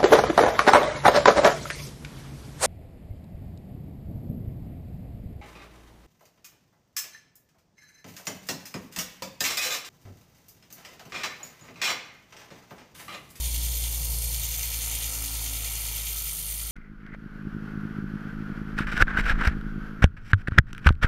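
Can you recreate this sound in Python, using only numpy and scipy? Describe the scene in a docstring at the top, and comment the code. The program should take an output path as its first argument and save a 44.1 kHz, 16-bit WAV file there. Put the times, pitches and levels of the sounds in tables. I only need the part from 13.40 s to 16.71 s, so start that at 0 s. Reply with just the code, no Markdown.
"""A bright, gritty whirr of small gears over a low hum: a wind-up clockwork motor on a wooden block, close by
in a quiet room, slowing a little as its spring unwinds. Gear teeth click and scrape in noise bursts that ring
the block, steel side plates and governor; the spinning governor shakes the block into harmonics of its speed.
The contact force swings with each turn of the governor and of the slower wheel that drives it. Loose parts
rattle now and then, a second low tone beats with the hum, and soft bumps and a faint rumble lie beneath."""
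import sys
import numpy as np
from scipy import signal
from scipy.fft import rfft, irfft, next_fast_len
from scipy.io import wavfile
from scipy.ndimage import uniform_filter1d, map_coordinates

SR = 44100
rng = np.random.default_rng(int(sys.argv[2]) if len(sys.argv) > 2 else 0)


def to_wav(sig):
    """Store sig (one row per channel, or 1-D mono) as 16-bit WAV at the path in sys.argv[1].

    Samples outside -1..1 are clipped; the rate is SR.
    """
    pcm = np.clip(np.atleast_2d(sig), -1, 1) * 32767
    pcm = np.round(pcm).astype(np.int16)
    wavfile.write(sys.argv[1], SR, pcm.T)  # frames by channels


N = 145971

# steel side plate resonances, from the deepest set to the highest: f/Hz, width/Hz, relative level/dB
PLATE_DEEP_MODES = [(2062, 283, -5), (2276, 210, -3.5), (2360, 29, 3.5), (2470, 42, -3.5), (2810, 118, 0.5),
                    (2770, 760, -8)]
PLATE_LOW_MODES = [(3134, 150, 0.5), (3534, 410, -1.5), (3943, 76, -3.5), (3530, 730, -6)]
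PLATE_MID_MODES = [(4392, 304, 0.5), (5080, 270, -5), (5190, 1100, -7)]
PLATE_HIGH_MODES = [(6110, 490, 0.5), (6705, 500, 0.5), (7304, 250, 0.5), (7600, 1250, -8.5)]
PLATE_TOP_MODES = [(8320, 380, -6.5), (8910, 280, 1), (9620, 310, 0), (10110, 210, -8), (11230, 790, -2),
                   (11660, 340, -5), (12900, 1300, -10), (13400, 6300, -11), (9500, 2600, -12.5)]

COARSE_TEETH, FINE_TEETH = 8, 15.6  # teeth passing in one governor turn
WHEEL_RATIO = 5.634  # governor turns for one turn of the driving wheel
WHEEL_START = 0.39  # turns of the wheel past its tight spot at the start


def gears(turns):
    """Two meshes excite the block, the plates and the governor, each hardest at its own point of the turn."""
    # gear noise in the low bands: t/s, block level/dB, knock level/dB, clatter level/dB, rattle level/dB
    low_levels = [(0, -55, -70, -49, -44.5), (0.27, -56.5, -64, -49, -44), (0.53, -55, -65, -49, -46),
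                  (0.7, -55.5, -65, -50.5, -49), (0.9, -56, -68, -51, -47), (0.97, -55, -60.5, -47.5, -44),
                  (1.35, -56, -58.5, -45, -45.5), (1.64, -52.5, -59.5, -44, -42),
                  (1.75, -53, -53.5, -48, -50.5), (2.05, -53, -57, -46, -45),
                  (2.62, -55.5, -58, -45.5, -45), (2.8, -59.5, -55, -49.5, -47),
                  (3.12, -62.5, -60.5, -50.5, -49), (3.31, -62, -55.5, -49.5, -48.5)]
    # gear noise in the high bands: t/s, chatter level/dB, whirr level/dB, fizz level/dB, sizzle level/dB
    high_levels = [(0, -44.5, -40.5, -36, -42), (0.5, -45, -40.3, -36, -39),
                   (0.8, -43.5, -41.5, -35.5, -41), (1.1, -44.5, -38.5, -35, -38.8),
                   (1.33, -43, -40, -36, -39), (1.45, -44.5, -39, -35.5, -42), (1.7, -44, -39, -35.5, -43),
                   (1.95, -43, -40.5, -35, -42), (2.15, -45.5, -40.3, -35.5, -42.5),
                   (2.65, -45, -41, -36, -41), (2.85, -45.5, -42.5, -35.5, -37.5),
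                   (3.1, -47.5, -43.5, -34.5, -41.5), (3.31, -48, -44.5, -37, -43)]
    # resonances of the wooden block: f/Hz, width/Hz, relative level/dB
    block_modes = [(257, 87, -3), (513, 153, -2.5), (732, 106, 1), (920, 167, 1), (680, 1070, -6)]
    # resonances of the frame: f/Hz, width/Hz, relative level/dB
    frame_modes = [(1319, 160, 1.5), (1400, 1000, -11.5)]
    # resonances of the governor: f/Hz, width/Hz, relative level/dB
    governor_modes = [(13620, 150, 11), (13370, 680, -7)]
    fine_db = -2.5  # the finer gear against the coarse one

    block_db, knock_db, clatter_db, rattle_db = curves(low_levels)
    chatter_db, whirr_db, fizz_db, sizzle_db = curves(high_levels)

    coarse = teeth(turns, count=COARSE_TEETH)
    fine = amp(fine_db) * teeth(turns, count=FINE_TEETH)
    mesh = unit(np.hypot(coarse, fine))

    block = contact(mesh, turns, scrape=0.36, grit_db=1.0, once_db=3.5, lag=0.024)
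    knock = contact(mesh, turns, scrape=0.44, grit_db=1.5, once_db=3, lag=0.13)
    clatter = contact(mesh, turns, scrape=0.4, grit_db=0.9, once_db=1.4, lag=0.45, twice_db=1.0, wheel_db=1.35)
    rattle = contact(mesh, turns, scrape=0.38, grit_db=1.0, once_db=1.6, lag=0.57, twice_db=1.0, wheel_db=1.17)
    chatter = contact(mesh, turns, scrape=0.47, grit_db=0.6, once_db=2.5, lag=0.67, twice_db=0.5, wheel_db=1)
    whirr = contact(mesh, turns, scrape=0.54, grit_db=1.1, once_db=0.93, lag=0.45, twice_db=1.5, wheel_db=1.7)
    fizz = contact(mesh, turns, scrape=0.22, grit_db=1.0, once_db=1.03, lag=0.41, twice_db=2.0, wheel_db=0.84)
    sizzle = contact(mesh, turns, scrape=0.4, grit_db=-0.8, once_db=1.8, lag=0.65, twice_db=2, wheel_db=1.6)

    out = amp(block_db) * ring(block, block_modes)
    out += amp(knock_db) * ring(knock, frame_modes)
    out += amp(clatter_db) * ring(clatter, PLATE_DEEP_MODES)
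    out += amp(rattle_db) * ring(rattle, PLATE_LOW_MODES)
    out += amp(chatter_db) * ring(chatter, PLATE_MID_MODES)
    out += amp(whirr_db) * ring(whirr, PLATE_HIGH_MODES)
    out += amp(fizz_db) * ring(fizz, PLATE_TOP_MODES)
    out += amp(sizzle_db) * ring(sizzle, governor_modes)
    return out


def teeth(turns, count):
    """Contact force of one gear with count teeth a governor turn: one short uneven blow for each tooth."""
    scatter, play = 0.083, 0.17  # timing scatter and slow play of the gear, both in teeth
    spread_db = 1.33  # unevenness of the blows
    rise_s, decay_s = 0.00031, 0.00049  # bedding in; decay at the coarse gear, shorter for finer teeth

    draws = rng.standard_normal((int(turns[-1] * count), 2))
    passed = turns * count + play * wobble(60)
    at = np.searchsorted(passed, np.arange(len(draws)) + scatter * draws[:, 0])
    sizes = amp(spread_db * np.clip(draws[:, 1], -2, 2))
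    blows = np.bincount(at, sizes, N + 1)[:N]
    blows = uniform_filter1d(blows, max(int(rise_s * SR), 1))
    pole = np.exp(-count / (COARSE_TEETH * decay_s * SR))
    return unit(signal.lfilter([1], [1, -pole], blows))


def contact(mesh, turns, scrape, grit_db, once_db, lag, twice_db=0, wheel_db=0):
    """Tooth blows over a gritty scrape, swelling once and twice a governor turn and at the wheel's tight spot."""
    peaking = 0.11  # how pointed the wheel's swell is
    angle = 2 * np.pi * (turns - lag)
    wheel = wheel_angle(turns)
    swing_db = once_db * np.cos(angle) + twice_db * np.cos(2 * angle)
    swing_db += wheel_db * (np.cos(wheel) + peaking * np.cos(2 * wheel))
    return np.hypot(mesh, scrape) * amp(swing_db + grit_db * wobble(300))


def ring(force, modes):
    """Gritty contact through steep-sided resonances, at rms 1; two interleaved sets wander apart in level."""
    wander_db, wander_rate = 0.49, 4.89  # depth, random knots per second
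    out = np.zeros(N)
    for part in (modes[::2], modes[1::2]):
        def gain(f):
            power = sum(amp(db) ** 2 / (1 + 2 * ((f - hz) / width) ** 2) ** 2 for hz, width, db in part)
            return np.sqrt(power)

        grit = force * np.sign(rng.standard_normal(N))  # random sign at every sample
        out += coloured(grit, gain) * amp(wander_db * wobble(wander_rate))
    return unit(out)


def wheel_angle(turns):
    """Angle of the driving wheel from its tight spot, in radians, geared down from the governor."""
    return 2 * np.pi * (turns / WHEEL_RATIO + WHEEL_START)


def hum(turns):
    """The unbalanced governor shakes the block at multiples of its speed; the driving wheel makes the hum sway."""
    # first three orders of the hum: t/s, first level/dB, second level/dB, third level/dB
    order_levels = [(0, -30, -55, -56), (0.22, -29.5, -48, -55.5), (0.5, -30.7, -47, -65),
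                    (1.02, -31.5, -45, -72), (1.07, -34.5, -49, -64), (1.6, -37, -48.5, -62.5),
                    (2.1, -36, -48, -69), (2.6, -37.5, -49, -66), (2.85, -38.5, -63, -59),
                    (3.0, -43, -57, -51.5), (3.15, -38.5, -61, -60.5), (3.31, -38, -53, -62)]
    # weaker partials: multiple of the governor speed, peak level/dB, peak t/s, fade either side/(dB/s)
    weak_partials = [(5, -55, 1.798, 18), (5, -59.5, 0.37, 14.5), (8, -64.5, 0.45, 3.5),
                     (9, -61.5, 0.99, 7), (13, -67.5, 0.93, 7), (16, -67, 0.26, 5)]
    sway_share, flutter_rad = 0.02, 0.036  # swing with the wheel in level and in phase
    waver_db = 2.5  # each weak partial wavers by itself

    t = np.arange(N) / SR
    wheel = wheel_angle(turns)
    angle = 2 * np.pi * turns + flutter_rad * np.sin(wheel) + 0.048 * wobble(24.53)
    sway = 1 + sway_share * np.cos(wheel) + 0.079 * wobble(20)

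    orders = list(enumerate(curves(order_levels), start=1))
    for k, peak_db, peak_s, fade in weak_partials:
        orders.append((k, peak_db - fade * np.abs(t - peak_s) + waver_db * wobble(11)))
    tone = sum(amp(db) * np.sin(k * angle + rng.uniform(0, 2 * np.pi)) for k, db in orders)
    return np.sqrt(2) * sway * tone


def rattles(count=3):
    """Now and then a loose part bounces a few times in quick succession and rings the plates."""
    # loose parts against the plates: t/s, low ring level/dB, high ring level/dB
    hits = [(.438, -34, -42), (.457, -34, -42), (0.945, -29.5, -39), (1.231, -29.5, -32), (1.420, -38, -27),
            (1.660, -36, -31), (2.062, -30.5, -36), (2.247, -30, -32), (2.266, -33, -42), (2.354, -40, -28),
            (2.667, -31, -36), (3.119, -35, -40), (3.198, -34, -42)]
    gap_s, loss_db, decay_s = 0.0028, 3.5, 0.0011  # time between bounces, loss a bounce, decay of each

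    t = np.arange(SR // 20) / SR
    burst = np.zeros(len(t))
    for k in range(count):
        since = t - k * gap_s
        burst += amp(-loss_db * k) * (t >= k * gap_s) * np.exp(-np.abs(since) / decay_s)

    times, *levels = np.transpose(hits)
    low_modes = PLATE_DEEP_MODES + PLATE_LOW_MODES + PLATE_MID_MODES
    high_modes = PLATE_HIGH_MODES + PLATE_TOP_MODES
    out = np.zeros(N)
    for db, modes in zip(levels, (low_modes, high_modes)):
        strikes = np.bincount((times * SR).astype(int), amp(db), N)
        force = signal.fftconvolve(strikes, burst)[:N]
        out += np.sqrt(np.mean(force ** 2)) * ring(force, modes)  # ring() has rms 1: give back the force's rms
    return out


def beat():
    """A second low tone and its octave, sinking towards the hum and beating with it."""
    # the gliding tone: t/s, f/Hz, fundamental level/dB, octave level/dB
    glide = [(0, 75.2, -46, -54), (.55, 72.7, -49, -69), (.7, 70, -46, -51.5), (1.05, 68.9, -52, -51),
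             (1.4, 66.6, -50, -62), (1.9, 61, -50, -58), (2.7, 61.8, -78, -59), (3.31, 62.3, -53, -65)]
    hz, first_db, second_db = curves(glide)
    angle = 2 * np.pi * np.cumsum(hz) / SR + 0.14 * wobble(20)
    return np.sqrt(2) * (amp(first_db) * np.sin(angle) + amp(second_db) * np.sin(2 * angle))


def bumps():
    """Now and then a soft low bump: a sine under a bell-shaped envelope."""
    # the bumps: t/s, envelope peak level/dB, f/Hz, length/s
    thuds = [(.29, -44, 130, 0.026), (.615, -39.5, 146, .017), (.745, -49, 156, .014),
             (1.032, -29, 66.1, 0.014), (2.68, -48, 144, 0.012)]
    t = np.arange(N) / SR
    out = np.zeros(N)
    for s, db, hz, length in thuds:
        out += amp(db) * np.exp(-((t - s) / length) ** 2) * np.sin(2 * np.pi * hz * (t - s))
    return out


def room():
    """A faint low rumble under the motor: noise shaped to a falling spectrum."""
    # spectrum of the rumble: f/Hz, relative level/dB
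    spectrum = [(20, -14), (35, -8), (70, 0.5), (150, -6.5), (230, -12), (600, -19), (2000, -43),
                (15000, -39)]
    # loudness of the rumble: t/s, level/dB
    rumble_levels = [(0, -52), (1.02, -53), (1.1, -59), (3.31, -52.5)]
    hz, db = np.transpose(spectrum)
    level_db, = curves(rumble_levels)

    def gain(f):
        return amp(np.interp(np.log(f + 1), np.log(hz), db))

    return amp(level_db) * unit(coloured(rng.standard_normal(N), gain))


def amp(db):
    """Decibels to gain."""
    return 10 ** (np.asarray(db) / 20)


def unit(x):
    """Scale to rms 1."""
    return x / np.sqrt(np.mean(x ** 2) + 1e-20)


def curves(rows):
    """One value per sample for each column after the time."""
    s, *cols = np.transpose(rows)
    return [np.interp(np.arange(N) / SR, s, c) for c in cols]


def wobble(rate):
    """A smooth random curve, rate knots a second."""
    knots = rng.standard_normal(int(N * rate / SR) + 4)
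    return map_coordinates(knots, [np.arange(N) * rate / SR])


def coloured(x, gain):
    """Causal minimum-phase filter with the given gain over frequency, built by folding the cepstrum."""
    m = 8192
    target = np.maximum(gain(np.fft.rfftfreq(m, 1 / SR)), 1e-6)
    cepstrum = irfft(np.log(target))
    cepstrum[1:m // 2] *= 2
    cepstrum[m // 2 + 1:] = 0
    return signal.fftconvolve(x, irfft(np.exp(rfft(cepstrum))))[:N]


def scene():
    """One governor speed drives the gears and the hum; the other layers keep their own times."""
    # governor speed as the spring unwinds: t/s, turns per second/Hz
    speed = [(0, 58.4), (.25, 57.8), (.7, 57.3), (1.1, 56.3), (2, 54.7), (2.6, 53.7), (2.85, 53.8),
             (3, 51.6), (3.15, 54.4), (3.31, 53.4)]
    turns = np.cumsum(curves(speed)[0]) / SR
    motor = gears(turns) + rattles(count=3) + hum(turns)
    return (motor + beat() + bumps() + room())[None]


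def record(dry):
    """A sharp cut in the spectrum: nothing passes from the band limit upwards."""
    top_hz = 15720
    m = next_fast_len(N + SR // 2)
    passed = np.fft.rfftfreq(m, 1 / SR) < top_hz
    return irfft(rfft(dry, m) * passed, m)[..., :N]


dry = scene()
out = record(dry)
to_wav(out)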